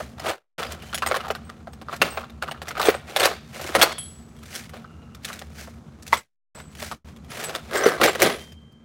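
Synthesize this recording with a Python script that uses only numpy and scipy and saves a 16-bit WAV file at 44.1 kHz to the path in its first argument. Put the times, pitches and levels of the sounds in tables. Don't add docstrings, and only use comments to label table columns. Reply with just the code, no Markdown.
import sys
import numpy as np
from scipy import signal
from scipy.io import wavfile
from scipy.ndimage import uniform_filter1d

SR = 44100
rng = np.random.default_rng(int(sys.argv[2]) if len(sys.argv) > 2 else 0)


def gain_from_decibels(decibels):
    exponent = np.asarray(decibels, float) / 20
    return 10 ** exponent


def wrap_up_sound(samples):
    columns = np.atleast_2d(samples).T
    tamed = np.clip(columns, -1, 1)
    steps = np.round(tamed * 32767).astype(np.int16)
    wavfile.write(sys.argv[1], SR, steps)


N = 389844


def evened(x):
    return x / np.sqrt(np.mean(x ** 2) + 1e-20)


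def read(points, hz):
    f, value = np.transpose(points)
    return np.interp(np.log(hz + 1), np.log(f + 1), value)


def add(mix, start_s, sound):
    part = mix[round(start_s * SR):][:len(sound)]
    part += sound[:len(part)]


def causal(gain):
    log = np.log(np.maximum(np.r_[gain, gain[-2:0:-1]], 1e-5))
    return np.fft.ifft(np.exp(log - 1j * signal.hilbert(log).imag)).real[:1024]


# pitch_hz, level_db (per Hz)
COLOUR = [(88, -45.5), (150, -15.5), (231, -3.5), (271, -19), (304, 2.5), (451, -1.5), (783, -4),
          (864, -14), (1280, -5), (4330, -18), (11400, -32.5), (15300, -35.5), (16500, -38)]
# low_hz, high_hz
BANDS_HZ = [(360, 1500), (1500, 5000), (5000, 30000)]


def voices():
    hz = np.fft.rfftfreq(2048, 1 / SR)
    gain = gain_from_decibels(read(COLOUR, hz))
    responses = []
    for low_hz, high_hz in BANDS_HZ:
        loss = np.sqrt((1 + (low_hz / (hz + 1)) ** 8) * (1 + (hz / high_hz) ** 8))
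        response = causal(gain / loss)
        responses.append(response / np.linalg.norm(response))
    return responses


def impacts(count, per_s, spread_db):
    chance, size, sign = rng.random((count, 3)).T
    height = gain_from_decibels(-spread_db * np.log(np.maximum(size, .01)))
    return (chance < per_s / SR) * np.sign(sign - .5) * height


def mode(hz, t60_s, phase=0):
    t = np.arange(2000) / SR
    return gain_from_decibels(-60 * t / t60_s) * np.sin(2 * np.pi * (hz * t + phase))


def steel(count, low_hz, spread):
    pitch, life, phase = rng.random((count, 3, 1)).transpose(1, 0, 2)
    chink = mode(low_hz * spread ** pitch, .006 + .02 * life, phase).sum(0)
    return chink / np.linalg.norm(chink)


def layer_levels(thud_db, bright_db, clatter_db):
    return np.array([thud_db, thud_db + clatter_db + 0.56 * bright_db, thud_db + bright_db])


# start_s, tray_thud_db, brightness_db, tray_pitch_hz, clink_pitch_hz
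PICKING = [(0.001, -21.5, -28.5, 640, 2020), (0.195, -30.5, -4, 764, 1930), (0.582, -25.5, -17, 584, 1950),
           (0.622, -26, -28, 550, 1590), (0.647, -33, -15, 1330, 2200), (0.718, -47, 15, 1340, 3030),
           (0.819, -36.5, -9.5, 1480, 2900), (0.927, -22, -17, 1370, 1600), (0.943, -29, 4, 740, 3300),
           (0.976, -32.5, 2, 579, 2950), (1.02, -15, -20, 1160, 2720), (1.061, -16.5, -9.5, 1020, 2020),
           (1.111, -10, -24, 610, 2270), (1.141, -14, -21, 1500, 1640), (1.161, -15.5, -14.5, 550, 1910),
           (1.198, -31, -23, 1270, 1970), (1.247, -27, -20, 1160, 1540), (1.28, -26, -13.5, 800, 1600),
           (1.301, -11.5, -31.5, 627, 2940), (1.349, -22.5, -14.5, 1440, 1870),
           (1.493, -29.5, -14, 1180, 1980)]
DIGGING = [(1.67, -28, -30, 740, 1760), (1.731, -40, -7.5, 762, 1790), (1.813, -29, -20, 413, 1600),
           (1.883, -24, -32.5, 1270, 1640), (1.926, -23.5, -25, 1310, 1880), (1.96, -39, 1, 1530, 1780),
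           (2.015, -5.5, -11, 630, 2720), (2.171, -17, -22, 830, 2440), (2.205, -31, -18, 1200, 1650),
           (2.236, -29, -50, 1320, 1770), (2.296, -44, -7, 724, 3650), (2.422, -13.5, -19.5, 1393, 1580),
           (2.483, -21.5, -27.5, 1190, 1690), (2.511, -25.5, -10.5, 860, 2930),
           (2.544, -30, -45.5, 1480, 1690), (2.616, -24, -14, 550, 1930), (2.681, -31.5, 0, 730, 2030),
           (2.706, -22.5, -16.5, 1330, 2180), (2.751, -26, -23, 1280, 2430),
           (2.767, -21, -26.5, 1250, 2320), (2.795, -13, -15.5, 1100, 1750), (2.853, -22, -4.5, 594, 3440),
           (2.884, -4.5, -24, 414, 2340), (2.941, -19, -25, 590, 2400)]
RAKING = [(3.076, -40.5, -9, 455, 2500), (3.161, -13, -8.5, 780, 3470), (3.196, -19, -5.5, 424, 2940),
          (3.23, -11.5, -16.5, 594, 3660), (3.245, -16, -5, 527, 4570), (3.31, -23, -20.5, 620, 1887),
          (3.558, -30.5, -12, 571, 2160), (3.611, -27, -7.5, 330, 1700), (3.671, -39.5, 5.5, 1406, 2530),
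          (3.749, -3.5, -17.5, 585, 2170), (3.791, -19.5, -10, 746, 1930), (3.813, -8, -4, 427, 3390),
          (3.824, -7, -3, 950, 4340), (3.918, -28, -7, 1000, 2190), (3.98, -34, -5, 1270, 3220)]
SORTING = [(4.428, -40.5, -4, 1300, 1680), (4.55, -42, 11.5, 660, 3280), (4.692, -42.5, -4, 560, 2140),
           (4.734, -32, -18.5, 627, 1930), (4.842, -33, -36, 1290, 1840), (5.146, -44, -0.5, 1240, 3530),
           (5.245, -33, 7, 1450, 3520), (5.299, -27, -45, 1300, 1660), (5.328, -36, 0.5, 1320, 3850),
           (5.388, -46, 11, 1390, 3420), (5.414, -32, -10, 725, 2000), (5.672, -32.5, -46, 660, 1700),
           (6.023, -59, 15.5, 450, 1850), (6.064, -47.5, 7.5, 750, 2620), (6.076, -47.5, 13.5, 900, 3510)]
CARRYING = [(6.138, -17.5, -12, 1060, 3410), (6.599, -34, -11.5, 1400, 2120),
            (6.819, -25.5, -22.5, 630, 3420), (6.912, -21, -17.5, 1074, 1860),
            (7.437, -28.5, -0.5, 640, 1750), (7.493, -24, -15.5, 530, 1780), (7.549, -21.5, -8, 448, 3530),
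            (7.731, -24.5, -8.5, 439, 2050), (7.862, -15.5, -9, 448, 1980), (7.884, -17, -10.5, 410, 2000),
            (8.012, -4.5, -16.5, 1375, 1780), (8.032, -9, -7, 410, 2240), (8.149, -19.5, -12, 570, 1960),
            (8.218, -9.5, -4, 571, 2290), (8.519, -45.5, -5, 1900, 4900)]
# start_s, tray_thud_db,
# brightness_db, tray_pitch_hz, clink_pitch_hz
REBOUNDS = [(.596, -24.5, -19, 700, 1850), (0.628, -23.5, -10, 1300, 3400), (0.662, -32, -11, 1400, 3100),
            (0.708, -32, -13, 1300, 2000), (.796, -50, -6, 1400, 3030), (0.84, -39, -10, 1400, 1890),
            (.894, -62, -14, 1450, 2996), (0.986, -42, -5, 1500, 3050), (1.029, -13.5, -32, 1390, 1600),
            (1.084, -31, -6, 1300, 1890), (1.099, -28, -19, 1090, 2230), (1.15, -17.5, -14.5, 1300, 1670),
            (1.204, -27, -17, 1300, 2900), (1.238, -29, -28, 1220, 1700), (1.265, -25, -23, 920, 1600),
            (1.306, -30, -4, 685, 2100), (1.381, -40, -24, 1100, 1520), (2.813, -20, -6.5, 800, 3900),
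            (2.827, -18, -14, 800, 3620), (2.879, -28, -32, 560, 1700), (2.9, -20.5, -9, 520, 2520),
            (6.127, -18, -7.5, 1040, 2240), (6.123, -24, -10, 1056, 2000), (7.709, -29, -11, 1280, 2000),
            (7.753, -23, -6.5, 500, 1900), (7.86, -24, -9, 460, 1900), (7.877, -17, -24, 480, 4300),
            (7.918, -18, -22, 500, 1190), (7.977, -30.5, -20, 1120, 2000), (8.004, -22, -17.5, 700, 1400),
            (8.077, -8, -28, 566, 1480), (8.2, -25.5, -0.5, 400, 1870), (8.209, -23, -15.5, 503, 2200),
            (8.47, -49, -7.5, 900, 2000), (8.615, -60.5, -9, 1200, 1780),
            (.179, -34.5, -15.5, 900, 1900), (3.594, -26.5, -19, 650, 1900), (3.645, -25.5, -26, 330.4, 1900),
         (3.689, -23, -17, 342, 2000), (3.758, -11, -15.5, 597, 1900), (4.386, -56, 2.5, 1400, 3200),
         (4.455, -53.5, 9.5, 1404, 3500), (6.168, -32.5, -9, 900, 3220), (.59, -27.5, -11, 1300, 2500),
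         (2.043, -29, -8, 700, 4500), (2.082, -30, -27, 1300, 2400), (2.228, -35, -23, 1100, 2000),
         (2.241, -37, -17, 1200, 3500), (2.418, -31.5, -18.5, 1300, 2900),
         (2.477, -27.5, -20.5, 1404, 2900), (2.56, -39.5, -26, 1300, 2000), (2.574, -40, -22.5, 1200, 3000),
         (2.654, -39, -14.5, 1190, 3500), (2.67, -31, -19, 1300, 2500), (3.156, -39.5, -11.5, 1100, 3500),
         (3.186, -20.5, -12, 700, 1500), (3.203, -13.5, -7.5, 597, 4300), (3.228, -17, -10, 705, 3400),
         (3.254, -6, -10, 562, 1500), (3.26, -21, -12.5, 900, 2500), (3.272, -20.5, -15.5, 600, 2800),
         (3.33, -31.5, -19, 704, 1500), (7.77, -16.5, -12.5, 1475, 1900), (7.8, -27, -21, 518, 1900),
         (7.82, -27.5, -19.5, 520, 2100), (7.835, -14.5, -20, 503, 2200), (7.998, -17.5, -33.5, 300, 1600),
         (8.295, -16, -18, 500, 2000), (.646, -30.5, -13, 700, 2600), (.987, -43, -4, 1600, 3060),
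         (4.636, -41.5, -5, 1600, 2000), (4.654, -40.5, -10, 1500, 2200), (4.766, -37.5, -11, 650, 1800),
         (8.718, -70, 6.5, 1500, 4800)]
# start_s, level_db
TICKS = [
    (4.363, -55),
    (6.7496, -44),
    (7.1612, -51),
    (7.244, -53),
]


def knock(levels_db, tray_hz, clink_hz, responses, longest_s):
    thud_db, clatter_db, fizz_db = levels_db
    t = np.arange(5000) / SR
    t60_s = np.clip(0.042 + 0.00016 * clatter_db, .01, longest_s)
    blows = impacts(len(t), 1800, 4.04) * np.minimum(t / 0.0052, 1) * gain_from_decibels(-60 * (t / t60_s) ** 1.57)
    rubbed = blows.copy()
    blows[90] += 3.5
    rubbed[90] += 1.5
    tones = [mode(tray_hz, .018), mode(clink_hz, .013), steel(count=14, low_hz=4500, spread=3.0)]
    strikes = [blows, blows, rubbed] * 2
    layers = [signal.fftconvolve(b[:2600], r)[:3600] for b, r in zip(strikes, responses + tones)]
    layers = [x / np.sqrt(uniform_filter1d(x ** 2, 200).max()) for x in layers]
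    thud, clatter, fizz, tone, clink, chink = layers
    tray = gain_from_decibels(thud_db - 2) * (gain_from_decibels(-4) * thud + gain_from_decibels(-9.5) * tone)
    parts = gain_from_decibels(clatter_db) * (gain_from_decibels(-8) * clatter + gain_from_decibels(-11.0) * clink)
    whole = tray + parts + gain_from_decibels(fizz_db + 3.5) * (gain_from_decibels(-7.0) * fizz + gain_from_decibels(-13.5) * chink)
    return signal.lfilter(*signal.butter(4, .72 * tray_hz, "high", fs=SR), whole)


# peak_s, rise_s, fall_s, tray_rumble_db,
# brightness_db
STROKES = [(0.0, 0.023, 0.18, -39, -5), (0.284, 0.11, 0.69, -19.5, -14.5), (.6, 0.024, 0.14, -29, -12.5),
           (.725, 0.11, 0.055, -37.5, -4.5), (1.1, 0.15, 0.37, -30.5, -14.5),
           (1.941, 0.098, 0.056, -29.5, -13.5), (2.039, 0.069, 0.29, -28.5, -11.5),
           (2.78, 0.028, 0.049, -27, -13.5), (2.691, 0.077, 0.077, -34.5, -11),
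           (2.861, 0.14, 0.18, -18.5, -12.5), (3.241, 0.15, 0.16, -17, -10.5),
           (3.67, 0.32, 0.29, -39, -0.5), (3.832, 0.23, 0.18, -18.5, -13.5), (4.565, 0.19, 0.18, -41, 4),
           (4.751, 0.088, 0.22, -42, -12.5), (5.259, 0.052, 0.32, -38.5, -1.5),
           (5.599, 0.13, 0.23, -45.5, 3.5), (6.171, 0.17, 0.53, -40, 2), (6.569, 0.068, 0.18, -42.5, -8),
           (6.83, 0.14, 0.23, -39, 2.5), (7.4, 0.15, 0.31, -31, -6), (7.559, 0.29, 0.11, -32, -16),
           (7.86, 0.26, 0.29, -23.5, -9), (8.046, 0.065, 0.15, -19, -3), (8.236, 0.082, 0.19, -17, -7),
           (.1, 0.29, 0.15, -61, 1), (.87, 0.14, 0.34, -49, -0.5), (1.42, 0.036, 1, -51.5, -16),
          (2.2, 0.032, 0.11, -39.5, -12), (2.44, 0.043, 0.37, -42, -16), (3.1, 0.08, 0.1, -37, -8.5),
          (3.54, 0.017, 0.69, -39.5, -5.5), (4.0, 0.06, 1, -64.5, 8.5), (7.08, 0.1, 0.15, -51, -5.5),
          (7.31, 0.027, 0.66, -38.5, -4), (7.752, 0.052, 0.18, -23.5, -7.5),
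          (8.101, 0.082, 0.027, -20, -16), (8.42, 1, 0.22, -54.5, 6)]


def motion(knocks):
    edge_db, edge_bend = 35, 1.102
    settle_db, settle_rise_s, settle_fall_s = -11.5, 0.0023, 0.053
    stir_db, stir_bright_db, stir_ends_s = -56, -16.5, 8.4
    slide_clatter_db = 2.5
    t = np.arange(0, N / SR + .004, .002)
    settling = [(s + settle_rise_s, settle_rise_s, settle_fall_s, db + settle_db, bright)
                for s, db, bright, *_ in knocks]
    peak, rise, fall, db, bright = np.transpose(STROKES + settling)[:, :, None]
    away = np.maximum((peak - t) / abs(rise), (t - peak) / abs(fall))
    levels = layer_levels(db, bright, slide_clatter_db) - edge_db * away ** edge_bend
    power = gain_from_decibels(2 * levels).sum(1)
    stir = gain_from_decibels(2 * layer_levels(stir_db, stir_bright_db, slide_clatter_db))
    power += stir[:, None] * np.where(t < stir_ends_s, 1, 0.06)
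    return [np.interp(np.arange(N) / SR, t, np.sqrt(p)) for p in power]


# pitch_hz, t60_s, level_db
HOLLOW = [(500, 0.0088, -1.5), (700, 0.008, -7), (1250, 0.0099, -5), (1600, 0.01, -2), (2000, 0.011, -6.5)]


def slide(gains, responses):
    lift_s = 7.7
    t = np.arange(N) / SR
    clumps = gain_from_decibels(2.1 * evened(uniform_filter1d(uniform_filter1d(rng.standard_normal(N), 200), 200)))
    grains = evened(impacts(N, 4000, 2.9)) + 0.79 * evened(impacts(N, 500, 2.9))
    blows = (grains + 0.82 * rng.standard_normal(N)) * clumps
    layers = [evened(signal.oaconvolve(blows, r)[:N]) for r in responses]
    for band, low_hz, spread, db in (0, 501, 3.2, -7.5), (1, 1360, 3.2, -7), (2, 4550, 2.5, -10):
        chinks = np.zeros(N)
        for _ in range(8):
            part = steel(count=3, low_hz=low_hz, spread=spread)
            chinks += signal.oaconvolve(impacts(N, 40, 3.5), part)[:N]
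        layers[band] = layers[band] + gain_from_decibels(db) * evened(chinks)
    hollow = sum(gain_from_decibels(db) * evened(signal.oaconvolve(blows, mode(hz, t60))[:N]) for hz, t60, db in HOLLOW)
    hollow = signal.sosfilt(signal.butter(4, 320, "high", fs=SR, output="sos"), hollow)
    padded = signal.lfilter(*signal.butter(2, 440, "high", fs=SR), layers[0])
    layers[0] = np.where(t > lift_s, 0.42 * layers[0] + hollow, padded)
    muffled = signal.sosfilt(signal.butter(6, 2400, "low", fs=SR, output="sos"), layers[1])
    gripped = (t > lift_s) & (t < lift_s + .28)
    layers[1] = np.where(gripped, 0.64 * muffled + 0.15 * layers[1], layers[1])
    return gain_from_decibels(-2.0) * sum(g * x for g, x in zip(gains, layers))


def sizzle(x):
    top = signal.sosfiltfilt(signal.butter(3, 11800, "high", fs=SR, output="sos"), x)
    force = np.sqrt(abs(uniform_filter1d(top ** 2, 1800)))
    return x + gain_from_decibels(13.0) * np.sqrt(force) * top


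# pitch_hz, t60_s
SHOP = [(250, 0.037), (1000, 0.35), (4000, 0.59), (12000, 0.19)]


def shop(x):
    taps = np.zeros(SR // 2)
    at = np.arange(200, len(taps) - 20, 20)
    taps[at + rng.integers(0, 20, len(at))] = rng.choice([-1., 1.], len(at))
    hz, t, z = signal.stft(taps, SR, nperseg=256)
    decay = gain_from_decibels(-60 * t / read(SHOP, hz)[:, None])
    tail = signal.istft(z * decay, SR, nperseg=256)[1]
    return signal.fftconvolve(x, tail / np.linalg.norm(tail))[:N]


# start_s, level_db
HUM = [(0, -41.5), (3.003, -44.5), (6.001, -43.5), (8.302, -42.5), (8.84, -52.5)]
# pitch_hz, level_db (per Hz)
AIR = [(15, -48.5), (25, -29), (64, 0), (114, -5), (236, -6), (489, -14.5), (591, -24), (1070, -21),
       (1290, -23.5), (2050, -45), (6560, -35), (16000, -56.5)]
# pitch_hz, width_hz, level_db
DRONE = [(74.6, 3.1, -49), (151, 55, -56.5), (228.94, 7.1, -45.5), (1330, 41, -64)]


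def hum():
    frames, hz = N // 1024 + 5, np.fft.rfftfreq(4096, 1 / SR)
    a, b = rng.standard_normal((frames, len(hz), 2)).T
    tones = sum(gain_from_decibels(db + 59.5) / (1 + (2 * (hz - f) / width) ** 2) for f, width, db in DRONE)
    z = (a + 1j * b) * (gain_from_decibels(read(AIR, hz)) * (1 + 1.4 * tones))[:, None]
    noise = signal.istft(z, nperseg=4096, noverlap=3072)[1][:N]
    s, db = np.transpose(HUM)
    return gain_from_decibels(np.interp(np.arange(N) / SR, s, db)) * evened(noise)


# pitch_hz, level_db, t60_s
BOLT = [(3321, -1, .36), (8977, -13, .3), (10585, -2, .36), (11370, -12, .15)]
WASHER = [(7843, 0, .75), (8161, -5, .45), (8059, -17, .5)]
NUT = [(7768, 0, .7), (8231, -6, .55)]
SPACER = [(8398, 0, .19), (11920, -21, .1), (15700, -15, .2)]
ROD = [(3146, 0, 1.5)]
PIN = [(7480, 0, .15)]
STUD = [(5950, 0, .08)]
SLEEVE = [(10480, 0, .12), (6800, -4, .12)]
CAP = [(10890, 0, .3), (9711, -12, .13)]
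CLIP_RING = [(8500, 0, .04), (6950, -1, .04), (5000, -9, .03)]
SHIM = [(8200, 0, .12)]
WALL = [(445, 0, .05), (620, -8, .03)]
PANEL = [(1000, 0, .05), (2060, -5, .025)]
RIVET = [(10480, 0, .12), (8550, -5, .1)]
# start_s, level_db, free_s, piece
RINGS = [(.283, -35, 0.011, SPACER), (0.946, -32, 0.042, SLEEVE), (1.063, -29, .006, SPACER),
         (1.072, -26.5, 0.0087, CLIP_RING), (1.086, -30.5, 0.0071, CLIP_RING), (2.105, -36, 0.15, SPACER),
         (2.855, -25, 0.0054, SHIM), (2.873, -28, 0.011, SHIM), (2.95, -45, .05, SHIM),
         (3.197, -26.5, 0.022, SHIM), (3.75, -28.5, .045, RIVET), (3.981, -45, 0.046, ROD),
         (3.984, -28.5, .3, CAP), (3.985, -40.5, 0.48, WASHER), (3.986, -37.5, 0.39, BOLT),
         (6.129, -1, 0.0036, PANEL), (6.1335, -5, 0.0017, PANEL), (6.168, -39, 0.035, NUT),
         (6.551, -45, 0.18, NUT), (7.302, -49, 0.041, CAP), (7.439, -37.5, 0.017, CAP),
         (7.44, -33, 0.025, WASHER), (7.77, -32, 0.04, SPACER), (7.771, -27.5, 0.02, PIN),
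         (7.834, -16, 0.012, STUD), (7.862, -2, 0.0056, WALL), (7.877, -10, 0.0069, WALL),
         (2.885, -2.5, 0.008, WALL), (2.856, -12, .01, WALL), (2.498, -51, 0.026, SPACER),
         (8.07, -26.5, 0.043, PIN), (8.24, -31, .4, BOLT), (8.385, -48, .5, ROD), (1.449, -50, .05, SPACER),
         (1.724, -52, 0.015, SPACER)]


def ring(db, free_s, modes):
    t = np.arange(round((free_s + 0.035) * SR)) / SR
    tone = np.zeros(len(t))
    for hz, mode_db, t60_s in modes:
        wobble = uniform_filter1d(uniform_filter1d(rng.standard_normal(len(t)), 350), 350)
        rock = gain_from_decibels(2.8 * evened(wobble))
        tone += rock * gain_from_decibels(mode_db - 60 * t / t60_s) * np.sin(2 * np.pi * hz * t)
    rise_s = 0.00053
    if modes in (PIN, STUD, ROD):
        rise_s = 0.0067
    elif modes == WALL:
        rise_s = .002
    return gain_from_decibels(db - 520 * np.maximum(t - free_s, 0)) * tone * np.minimum(t / rise_s, 1)


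# start_s, length_s, level_db, pitch_hz
CHATTER = [(0.661, 0.043, -53, 4950), (0.802, 0.14, -56, 3050), (2.805, .11, -44, 15600),
           (4.821, 0.35, -67, 2820), (2.028, 0.19, -55, 15800), (4.805, 0.4, -62.5, 1330),
           (7.732, 0.19, -47, 5240)]


def chatter(length_s, db, hz):
    taps = impacts(round(length_s * SR), 230, 2.4)
    return gain_from_decibels(db) * evened(signal.fftconvolve(taps, mode(hz, .025)))


# start_s, level_db
THUMPS = [
    (1.999, -23.5),
    (2.872, -49),
    (3.75, -20.5),
    (7.861, -25.5),
    (7.999, -18.5),
    (8.215, -16),
]


def thump(db):
    t = np.arange(9000) / SR
    rumble = signal.lfilter(*signal.butter(2, [130, 300], "band", fs=SR), rng.standard_normal(len(t)))
    return gain_from_decibels(db - 60 * t / 0.22) * evened(rumble) * np.minimum(t / 0.029, 1)


# start_s, fall_db_per_s, back_on_s
FADES = [
    (.3, 375, .581),
    (6.178, 420, 6.548),
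    (6.948, 450, 7.046),
]


def faded(x):
    t, fade_db = np.arange(N) / SR, np.zeros(N)
    for start_s, fall_db, back_s in FADES:
        fade_db -= fall_db * np.maximum(t - start_s, 0) * (t < back_s)
    return x * uniform_filter1d(gain_from_decibels(fade_db), 60)


def scene():
    responses, parts = voices(), np.zeros(N)
    knocks = PICKING + DIGGING + RAKING + SORTING + CARRYING
    knocks = knocks + [(s, db - 2.5, 0.5, 900, 3300) for s, db in TICKS]
    rebounds = REBOUNDS
    longest = [.15] * len(knocks) + [0.03] * len(rebounds)
    for (s, db, bright_db, tray_hz, clink_hz), longest_s in zip(knocks + rebounds, longest):
        levels_db = layer_levels(db, bright_db, 6.5)
        add(parts, s, knock(levels_db, tray_hz, clink_hz, responses, longest_s))
    bed = slide(motion(knocks), responses)
    for s, *row in RINGS:
        add(parts, s, ring(*row))
    for s, *row in CHATTER:
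        add(parts, s, chatter(*row))
    for s, db in THUMPS:
        add(parts, s, thump(db))
    return (sizzle(parts + bed) + gain_from_decibels(-20) * shop(parts) + hum())[None]


def top_cut(x):
    return signal.sosfilt(signal.butter(12, 16650, fs=SR, output="sos"), x)


def record(dry):
    thinned = signal.lfilter(*signal.butter(3, 55, "high", fs=SR), np.tanh(dry))
    mix = faded(thinned) - .0002
    mix = signal.oaconvolve(mix, signal.firwin(255, 16100, fs=SR)[None], "same")
    return top_cut(mix)


dry = scene()
out = record(dry)
wrap_up_sound(out)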